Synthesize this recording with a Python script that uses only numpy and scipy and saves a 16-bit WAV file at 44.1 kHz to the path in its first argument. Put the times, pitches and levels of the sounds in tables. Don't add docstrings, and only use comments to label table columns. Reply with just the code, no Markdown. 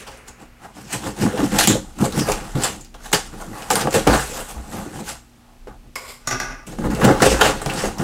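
import sys
import numpy as np
from scipy import signal
from scipy.io import wavfile
from scipy.ndimage import uniform_filter1d

SR = 44100
rng = np.random.default_rng(int(sys.argv[2]) if len(sys.argv) > 2 else 0)


def store_wav(level_fs):
    pcm = np.round(np.clip(np.atleast_2d(level_fs), -1, 1) * 32767)
    wavfile.write(sys.argv[1], SR, pcm.T.astype(np.int16))


N = 354123

# f/Hz, width/Hz, gain/dB
CAVITY_MODES = [(99.4, 30.4, -4.5), (115.4, 24.6, 0), (143.6, 26.8, -0.5), (207.5, 29.6, 2.5),
                (285.5, 65, -4), (327.6, 32.6, 1)]
PANEL_MODES = [(422, 36, 0), (456, 25, 3), (509, 24.7, 1), (543.4, 23, 0), (606, 51, -9.5)]
FLUTE_MODES = [(692, 167, 0.5), (833.5, 99, 6), (1096, 244, 0.5), (1227, 169, 2.5), (1455, 178, -5),
               (1670, 410, -4.5), (2270, 660, -6), (2460, 650, -8.5)]
# f/Hz, gain/dB
SCRAPE_EQ = [(1180, -28.5), (2000, -9.5), (2740, -4.5), (3270, -8.5), (3530, -8), (4320, -9), (7830, -8.5),
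             (10600, -16), (13800, -24.5), (15200, -26), (16200, -49.5)]


def gain(db):
    return 10 ** (np.asarray(db) / 20)


def unit_rms(x):
    return x / np.sqrt(np.mean(x ** 2) + 1e-20)


def at_hz(points, hz):
    f, value = np.transpose(points)
    return np.interp(np.log(hz + 1), np.log(f + 1), value)


def fader(points):
    return gain(np.interp(np.arange(N) / SR, *np.transpose(points)))


def equalise(x, curve):
    hz = abs(np.fft.fftfreq(8192, 1 / SR))
    log_gain = np.log(gain(at_hz(curve, hz)))
    taps = np.fft.ifft(np.exp(np.conj(signal.hilbert(log_gain)))).real[:4096]
    return signal.oaconvolve(x, taps)[:len(x)]


def ring(x, modes):
    out = np.zeros(len(x))
    for k, (hz, width, db) in enumerate(modes):
        radius = np.exp(-np.pi * width / SR)
        pole = radius * np.exp(2j * np.pi * hz / SR)
        out += (-1) ** k * gain(db) * 2 * signal.lfilter([1 - radius], [1, -pole], x).real
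    return out


def swells(rows):
    rows, t = np.array(rows), np.arange(0, N + 16, 16) / SR
    late = t - rows[:, :1]
    rise, fall = np.maximum(rows[:, 1:2], .001), np.maximum(rows[:, 2:3], .005)
    shape = gain(-20 * np.where(late < 0, -late / rise, late / fall))
    powers = gain(rows[:, 3:].T) ** 2 @ shape ** 2
    return [np.interp(np.arange(N) / SR, t, np.sqrt(power)) for power in powers]


def slips(per_s, spread_db, clump_db, clump_s):
    clicks = (rng.random(N) < per_s / SR) * rng.choice([-1, 1], N)
    size = np.minimum(rng.exponential(1, N), 4)
    clumps = unit_rms(uniform_filter1d(rng.standard_normal(N), int(clump_s * SR)))
    return unit_rms(clicks * gain(spread_db * size + clump_db * clumps))


def patchy(x, depth_db):
    bands = signal.stft(x, nperseg=256, noverlap=192)[2]
    drift = uniform_filter1d(rng.standard_normal(bands.T.shape), size=28, axis=0)
    patches = unit_rms(uniform_filter1d(drift, size=6, axis=1)).T
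    return unit_rms(signal.istft(bands * gain(depth_db * patches), nperseg=256, noverlap=192)[1][:N])


def efforts():
    # peak t/s, rise/s, fall/s, push/dB, crush/dB, scrape/dB
    strokes = [(0.0, .01, 0.089, -44, -46, -38.5), (.074, 0.021, 0.17, -43, -40, -40.5),
               (0.281, 0.024, 0.049, -44, -37, -41.5), (.418, 0.055, .07, -38.5, -41.5, -48),
               (.648, 0.062, 0.082, -40, -36.5, -46), (.768, .04, 0.45, -35.5, -43.5, -43),
               (0.937, 0.047, 0.072, -25.5, -25.5, -24), (1.073, 0.086, 0.068, -22, -24.5, -30),
               (1.165, .005, 0.14, -34, -36, -38.5), (1.228, 0.07, 0.076, -12.5, -29, -27),
               (1.263, 0.027, 0.045, -19, -23, -38), (1.4, 0.094, 0.088, -17.5, -22, -34.5),
               (1.451, 0.06, 0.047, -28, -26, -28.5), (1.525, 0.022, 0.17, -22, -27.5, -31),
               (1.568, 0.097, 0.022, -13.5, -23.5, -28.5), (1.586, 0.0028, 0.095, -30, -17, -13),
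               (1.643, 0.12, 0.032, -20, -29, -17), (1.674, .003, .12, -13, -36, -28),
               (1.705, 0.046, 0.086, -12.5, -23.5, -22.5), (1.759, .08, 0.054, -25, -32, -36),
               (1.984, .004, .1, -31, -44, -46), (2.011, 0.029, 0.071, -8.5, -27.5, -34),
               (2.055, 0.065, 0.041, -21, -25.5, -25.5), (2.191, 0.086, 0.067, -10.5, -23, -26.5),
               (2.292, 0.066, .13, -21.5, -22.5, -26), (2.553, .005, 0.2, -18, -28, -35),
               (2.625, 0.051, 0.054, -33, -26.5, -27.5), (2.638, .004, 0.11, -44, -20, -22),
               (2.944, .003, 0.038, -44, -37, -44.5), (2.998, .004, .3, -50, -45, -56),
               (3.06, 0.051, 0.077, -43, -36, -36.5), (3.129, 0.0018, 0.069, -20, -14, -15.5),
               (3.27, 0.049, 0.032, -30.5, -49, -40), (3.339, 0.053, 0.09, -31, -36, -49),
               (3.411, 0.056, 0.12, -35, -32.5, -41.5), (3.513, 0.097, 0.045, -27.5, -55, -56),
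               (3.555, 0.064, 0.58, -39.5, -33.5, -41), (3.704, .003, 0.065, -25, -8.5, -31),
               (3.733, 0.043, 0.045, -22, -27, -25), (3.755, .003, 0.11, -31, -16, -26),
               (3.815, 0.11, 0.044, -22.5, -25, -26.5), (3.85, .015, 0.013, -12, -23, -42),
               (3.873, .003, 0.027, -15, -21.5, -44), (3.95, 0.036, 0.083, -15, -15.5, -18),
               (4.068, 0.0025, 0.083, -8, -12, -34), (4.144, 0.091, 0.063, -17, -14, -20.5),
               (4.2, 0.14, 0.31, -34.5, -29, -30), (4.404, 0.24, .08, -34.5, -31, -34),
               (4.508, 0.041, 0.053, -48, -36.5, -35.5), (4.582, 0.11, 0.067, -34.5, -39, -58),
               (4.735, 0.06, 0.28, -25, -31, -37), (4.958, .05, 0.14, -31, -44, -43),
               (5.006, 0.15, 0.042, -26, -32, -40), (5.093, 0.077, 0.081, -37, -29, -29),
               (5.49, 0.021, 0.11, -62, -50, -70), (5.673, .003, 0.1, -37, -38.5, -53),
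               (5.849, .04, 0.092, -43, -55.5, -72), (6.668, 0.0037, 0.16, -28.5, -40, -40),
               (6.724, .01, 0.077, -27, -34.5, -47), (6.786, .004, 0.33, -20.5, -40, -44.5),
               (6.858, 0.067, .05, -17.5, -24, -42.5), (6.903, .006, 0.25, -24.5, -27.5, -38.5),
               (7.022, 0.098, 0.027, -24, -31, -33), (7.045, 0.024, 0.064, -5, -14, -29),
               (7.099, 0.16, .13, -15, -16, -29.5), (7.221, 0.0023, 0.072, -10, -8.5, -14),
               (7.27, 0.11, 0.025, -10.5, -34, -18), (7.322, 0.1, 0.064, -13.5, -20, -17.5),
               (7.413, 0.006, 0.022, -14.5, -8, -12), (7.46, 0.14, 0.11, -15.5, -14.5, -19),
               (7.618, .005, 0.099, -31, -30, -43), (7.663, .012, .3, -22.5, -26, -33),
               (7.795, 0.12, 0.1, -36, -34, -27), (7.855, 0.11, 0.089, -19.5, -25, -28.5),
               (7.999, .04, 0.25, -18, -29.5, -35)]
    # t/s, level/dB
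    contact = [(0, -64), (.8, -69), (1.3, -31.5), (1.8, -46), (1.96, -46), (2.1, -36), (2.4, -34),
               (2.53, -35.5), (2.8, -74), (3.0, -48), (3.25, -44), (3.68, -40), (4.3, -48), (4.66, -41),
               (5.15, -53), (5.3, -55.5), (6.6, -70), (6.78, -53), (7.6, -32.5), (8.03, -55)]
    push, crush, scrape = swells(strokes)
    rest = fader(contact)
    return (np.hypot(push, gain(-4) * rest),
            np.hypot(crush, gain(-2.5) * rest),
            np.hypot(scrape, gain(-9) * rest))


def room_tone():
    # f/Hz, gain/dB
    air_eq = [(40, -14), (110, -11.5), (200, -11), (400, -17), (1100, -25), (2600, -25), (7000, -31.5),
              (12600, -34.5), (16200, -40)]
    hiss_eq = [(300, -13.5), (600, -1), (1300, 5), (2900, 1.5), (3300, -23)]
    # t/s, level/dB
    rumble_ride = [(0.0, -54), (1.07, -60), (1.54, -36), (2.03, -42), (2.48, -29), (2.66, -48),
                   (3.49, -40.5), (3.6, -45), (4.18, -34), (4.23, -50), (4.4, -35), (5.39, -62),
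                   (5.75, -38), (6.04, -57), (6.49, -35), (6.62, -50), (6.8, -34), (8.03, -36)]
    # f/Hz, level/dB
    hum_partials = [(59.5, -61), (119, -58), (240, -55)]
    air_noise, rumble_noise, bump_noise, hiss_noise = rng.standard_normal((4, N))
    t = np.arange(N) / SR
    rumble_mode, table_mode = [(29.2, 11.5, 0)], [(55, 30, 0)]  # f/Hz, width/Hz, gain/dB
    air = gain(-56) * unit_rms(equalise(air_noise, air_eq))
    hiss = gain(-45.5 - 21 * t) * unit_rms(equalise(hiss_noise, hiss_eq))
    rumble = fader(rumble_ride) * unit_rms(ring(ring(rumble_noise, rumble_mode), rumble_mode))
    lag = np.exp(-1 / (0.073 * SR))
    shake = gain(-20.5) * signal.lfilter([1 - lag], [1, -lag], efforts()[0]) + gain(-56)
    bumps = shake * unit_rms(ring(ring(bump_noise, table_mode), table_mode))
    hum = sum(gain(db) * np.sin(2 * np.pi * hz * t) for hz, db in hum_partials)
    return air + hiss + rumble + bumps + hum


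def reverb(x):
    # f/Hz, t60/s
    decay = [(100, 0.27), (500, 0.14), (2000, 0.26), (8000, 0.31), (16000, 0.07)]
    taps = np.zeros(SR // 2)
    slots = np.arange(200, SR // 2 - 20, 20)
    taps[slots + rng.integers(0, 20, len(slots))] = rng.choice([-1., 1.], len(slots))
    hz, t, bands = signal.stft(taps, SR, nperseg=256)
    tail = signal.istft(bands * gain(-60 * t / at_hz(decay, hz)[:, None]), SR, nperseg=256)[1]
    return signal.oaconvolve(x, tail / np.linalg.norm(tail))[:N]


def rattle(moves, modes):
    friction = patchy(slips(per_s=6000, spread_db=1.3, clump_db=1.1, clump_s=0.0093), depth_db=0.85)
    strikes = swells([(s, 0.0011, 0.005, dull_db + 3, bright_db + 3)
                      for s, rise, _, dull_db, bright_db in moves if rise < .03])
    dull = [mode for mode in modes if mode[0] < 3000]
    bright = [mode for mode in modes if mode[0] >= 3000]
    return sum(ring((level + strike) * friction, band) / np.std(ring(friction, band))
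               for level, strike, band in zip(swells(moves), strikes, (dull, bright)))


def knife_laid_aside():
    # peak t/s, rise/s, fall/s, dull/dB, bright/dB
    slides = [(5.958, 0.0019, 0.082, -27.5, -33), (6.02, 0.042, 0.18, -41, -44),
              (6.097, 0.068, 0.11, -38.5, -38.5)]
    knocks = [(6.274, .002, 0.11, -26.5, -29), (6.31, .003, 0.033, -23.5, -27.5),
              (6.328, 0.059, 0.091, -23.5, -30), (6.4005, .002, .05, -28.5, -30),
              (6.415, 0.036, 0.099, -26.5, -32.5), (6.505, 0.22, 0.16, -33, -45.5)]
    # f/Hz, width/Hz, gain/dB
    slide_modes = [(497, 190, -4), (1094, 90, 2.5), (1460, 100, -4), (2170, 103, 2.5), (3420, 660, -15.5),
                   (4000, 520, -14.5), (5070, 400, -11.5), (6200, 640, -20), (7300, 1300, -15.5),
                   (8900, 670, -17.5), (10000, 500, -19), (13300, 1340, -21)]
    knock_modes = [(120, 21, -2.5), (254.7, 12, 3.5), (366, 38, -5), (630, 150, -8), (855, 100, -6),
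                   (1192, 41, 2), (1480, 44, 0), (1646, 87, -5.5), (2020, 126, -6), (2570, 180, -11.5),
                   (3580, 600, -11.5), (4600, 630, -11), (5440, 360, -4), (5870, 230, -2), (6700, 300, -8),
                   (8400, 2700, -20), (11930, 3500, -24.5)]
    return rattle(slides, slide_modes) + rattle(knocks, knock_modes)


def wafts():
    # t/s, level/dB, f/Hz, t60/s
    puffs = [(1.04, -36, 60, 0.22), (4.074, -12, 56.4, 0.49), (4.56, -18, 61, 0.26),
             (6.84, -20.5, 56.6, 0.73), (7.27, -14.5, 56, 0.58)]
    out, t = np.zeros(N + SR), np.arange(SR // 2) / SR
    attack = 1 - np.exp(-t / 0.018)
    for s, db, hz, t60 in puffs:
        out[round(s * SR):][:len(t)] += gain(db - 60 * t / t60) * attack * np.sin(2 * np.pi * hz * t)
    return out[:N]


def thuds():
    # t/s, level/dB, f/Hz
    blows = [(.801, -34, 199), (0.931, -41, 208), (1.064, -20.5, 106), (1.222, -12, 116), (1.252, 3, 215),
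             (1.391, -4, 287), (1.429, 1.5, 298), (1.452, -7, 208), (1.54, -10, 190), (1.686, -4, 293),
             (1.702, -1.5, 300), (1.754, -3.5, 537), (2.006, -3, 196), (2.017, -19, 199),
             (2.171, -10.5, 163), (2.287, -2, 510), (2.55, -5, 141.6), (2.644, -17, 517),
             (3.135, -8.5, 196), (3.329, -24, 156), (3.464, -22, 205), (3.705, -10, 510),
             (3.849, -9, 150.5), (3.87, -22, 155), (3.945, -5, 497), (4.0689, -2, 510), (4.0724, 1, 416),
             (4.096, 0.5, 540), (4.113, -2.5, 230), (4.73, -18, 206), (4.814, -19, 204), (4.863, -16, 322),
             (4.989, -23, 208), (5.671, -21.5, 432), (6.689, -28, 199), (6.785, -13.5, 210),
             (6.837, -11, 202), (6.86, -18, 205), (6.9, -6, 209), (6.935, -8, 200), (7.032, 2, 178),
             (7.051, -3, 325), (7.103, 3.5, 313), (7.2195, 2.5, 440), (7.264, 6.5, 500), (7.285, -8, 495),
             (7.412, -1, 553), (7.661, -9.5, 147), (7.838, -5, 496), (7.993, -10, 157)]
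    force, t = np.zeros(N + SR), np.arange(3000) / SR
    cycles = 3.3
    for s, db, hz in blows:
        progress = np.minimum(t * hz / cycles, 1)
        envelope = np.sin(np.pi * progress ** 0.51)
        force[round(s * SR):][:len(t)] += gain(db) * envelope * np.sin(2 * np.pi * cycles * progress)
    return (gain(-9.5) * force + gain(-7.5) * ring(force, CAVITY_MODES + PANEL_MODES))[:N]


def squeaks():
    # t/s, length/s, start f/Hz, end f/Hz, level/dB
    glides = [(0.278, 0.043, 7160, 7000, -51), (1.61, 0.035, 4440, 5200, -27),
              (1.674, 0.068, 7250, 6870, -19), (1.675, 0.089, 3480, 3750, -25),
              (2.205, 0.06, 5700, 4880, -31), (7.013, 0.025, 1274, 1180, -20),
              (7.203, 0.019, 1245, 1350, -20)]
    out = np.zeros(N)
    for s, length, start_hz, end_hz, db in glides:
        progress = np.arange(round(length * SR)) / (length * SR)
        waver = uniform_filter1d(rng.standard_normal((2, 8000)), size=45)[:, :len(progress)]
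        phase = 2 * np.pi * np.cumsum(start_hz + (end_hz - start_hz) * progress) / SR
        tone = waver[0] * np.cos(phase) - waver[1] * np.sin(phase)
        out[round(s * SR):][:len(tone)] += gain(db) * unit_rms(tone) * (1 - progress ** 2)
    return out


def snaps_and_knocks():
    # t/s, level/dB, ring f/Hz, rap/dB, relative ring level/dB
    hits = [(0.067, -32, 3190, -30, 0), (0.174, -29, 9000, -28, -7), (0.2825, -21.5, 6950, -39, -3),
            (.9281, -13, 8140, -31, 3.5), (1.3756, -16.5, 3020, -10, -3), (1.588, 8.5, 4410, -1, -20),
            (1.6735, 12, 7260, -2, -17), (1.987, -21, 7330, -19, -6), (2.124, -14, 4010, -27, -9),
            (2.1943, -2, 4900, -33, -10.5), (2.2963, -21, 6700, 2, -3), (2.3195, 2, 2600, -28, -19),
            (2.5516, -32, 2880, -24, -10), (2.6356, -1.5, 7350, -21, -2), (2.809, -27.5, 7060, -53, 2),
            (2.847, -21.5, 4800, -59, -10), (2.943, -33.5, 3200, -28, 3), (3.1169, -15.5, 7110, -14.5, -5),
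            (3.1317, 5.5, 3030, 2, -9), (3.144, -5, 4900, -8, 0), (3.6223, -18.5, 2630, -19, -6),
            (3.704, 4, 8840, -11, -28), (3.7114, 3, 7300, -25, -9), (3.7557, 6, 8740, -6, -10.5),
            (3.8123, -4, 4860, -16, -9.5), (3.8717, -18, 2830, 2.5, -4), (3.908, -13, 7200, -31, -7),
            (3.9431, -0.5, 7990, 4.5, -11), (4.073, -1, 2400, 1, -2), (4.488, -21, 8600, -23, 0),
            (5.6715, -42, 2770, -20, 3), (5.9558, -14, 5060, -46, -12), (6.2726, -18.5, 6770, -38, 11),
            (6.309, -16, 6800, -33, 0), (6.4012, -26, 5850, -42, 5), (6.668, -36, 7260, -35, 0),
            (6.786, -26, 6840, -10.5, -7), (6.905, -27, 4340, -20, -4), (6.9491, -9, 3540, -25, -22),
            (7.0155, -17, 2600, -11, -5), (7.033, -16, 2600, -14, 4), (7.0435, -5, 2640, -14, -5),
            (7.0502, 3, 7500, 2.5, -13), (7.2205, 0.5, 5660, -11, -17), (7.263, -1, 2710, -22, -6),
            (7.4117, -6.5, 3100, -1, 4.5), (7.6165, -18.5, 8350, -10.5, 2), (7.661, -5, 3730, -2.5, -19),
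            (7.6978, -18, 2750, -36, 6), (7.7362, -15, 8150, -18, -1), (7.984, -14, 5530, -24, -10)]
    t = np.arange(8800) / SR
    out, raps = np.zeros((2, N + len(t)))
    tick_decay, ring_decay = gain(-60 * t / 0.002), gain(-60 * t / 0.1)
    crack_decay = 0.26 * gain(-60 * t / 0.048) + 0.16 * gain(-60 * t / 0.0042)
    for s, db, ring_hz, rap_db, ring_db in hits:
        noise = rng.standard_normal(len(t))
        tick = ring(np.sign(noise) * tick_decay, [(7500, 4300, -6.5)])
        crack = equalise(noise * crack_decay, SCRAPE_EQ)
        ringing = ring(noise * ring_decay, [(ring_hz, 540, ring_db)])
        out[round(s * SR):][:len(t)] += gain(db) * (tick + crack + ringing)
        raps[round(s * SR):][:len(t)] += gain(rap_db - 60 * t / 0.005) * abs(noise)
    return (out + gain(3.5) * ring(raps, FLUTE_MODES) + gain(5) * ring(raps, PANEL_MODES))[:N]


def box_friction(push, crush, scrape):
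    # peak t/s, rise/s, fall/s, level/dB
    bends = [(0, .01, 0.044, -40), (.074, .025, 0.5, -45.5), (1.337, .06, .1, -22),
             (2.057, 0.05, 0.041, -21.5), (2.295, .04, 0.031, -26), (3.957, 0.032, 0.032, -8.5),
             (4.404, 0.4, 0.044, -32.5), (7.01, 0.065, 0.059, -23.5), (7.085, 0.13, 0.053, -13.5),
             (7.27, 0.057, .05, -18.5), (7.322, .1, 0.031, -13.5), (7.427, 0.041, 0.038, -13),
             (7.855, 0.14, 0.02, -22)]
    boom = slips(per_s=700, spread_db=1.42, clump_db=1.24, clump_s=0.022)
    crunch = patchy(slips(per_s=4000, spread_db=4.1, clump_db=0.85, clump_s=0.0055), depth_db=2.4)
    flex = np.hypot(push ** 0.56 * crush ** 0.65, swells(bends)[0])
    graze = crush ** 0.76 * scrape ** 0.43
    layers = [(push, boom, CAVITY_MODES, -3.5), (flex, boom, PANEL_MODES, -2.5),
              (crush, crunch, FLUTE_MODES[:5], -3), (graze, crunch, FLUTE_MODES[5:], -5)]
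    return sum(gain(db) * ring(envelope * drive, modes) / np.std(ring(drive, modes))
               for envelope, drive, modes, db in layers)


def surface_scrape(scrape):
    # t/s, lift of each treble shelf/dB
    fineness = [(0, 0), (.9, 1.5), (2.2, 3), (3.1, 2), (3.7, 4), (4.1, 1.5), (4.4, 5), (5.7, 0.5),
                (6.9, 3.5), (7.2, -1.5), (8.03, 1.5)]
    hiss = slips(per_s=12000, spread_db=0.39, clump_db=1.5, clump_s=0.0052)
    fibres = .3 * slips(per_s=250, spread_db=3, clump_db=1.5, clump_s=.02)
    rasp = patchy(equalise(hiss + fibres, SCRAPE_EQ), depth_db=2.1)
    for shelf_hz in (6300, 10500):
        treble = signal.oaconvolve(rasp, signal.firwin(31, shelf_hz, pass_zero=False, fs=SR), "same")
        rasp = rasp + (fader(fineness) - 1) * treble
    return gain(-2.5) * scrape * rasp


def scene():
    push, crush, scrape = efforts()
    cardboard = box_friction(push, crush, scrape) + surface_scrape(scrape)
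    close = cardboard + snaps_and_knocks() + squeaks() + thuds() + wafts() + knife_laid_aside()
    return (close + gain(-10.5) * reverb(close) + room_tone())[None]


def record(dry):
    clipped = np.clip(dry, -.97, .97)
    lowpass = signal.firwin(511, 15900, window=("kaiser", 9), fs=SR)
    return signal.oaconvolve(clipped, lowpass[None], "same")


dry = scene()
out = record(dry)
store_wav(out)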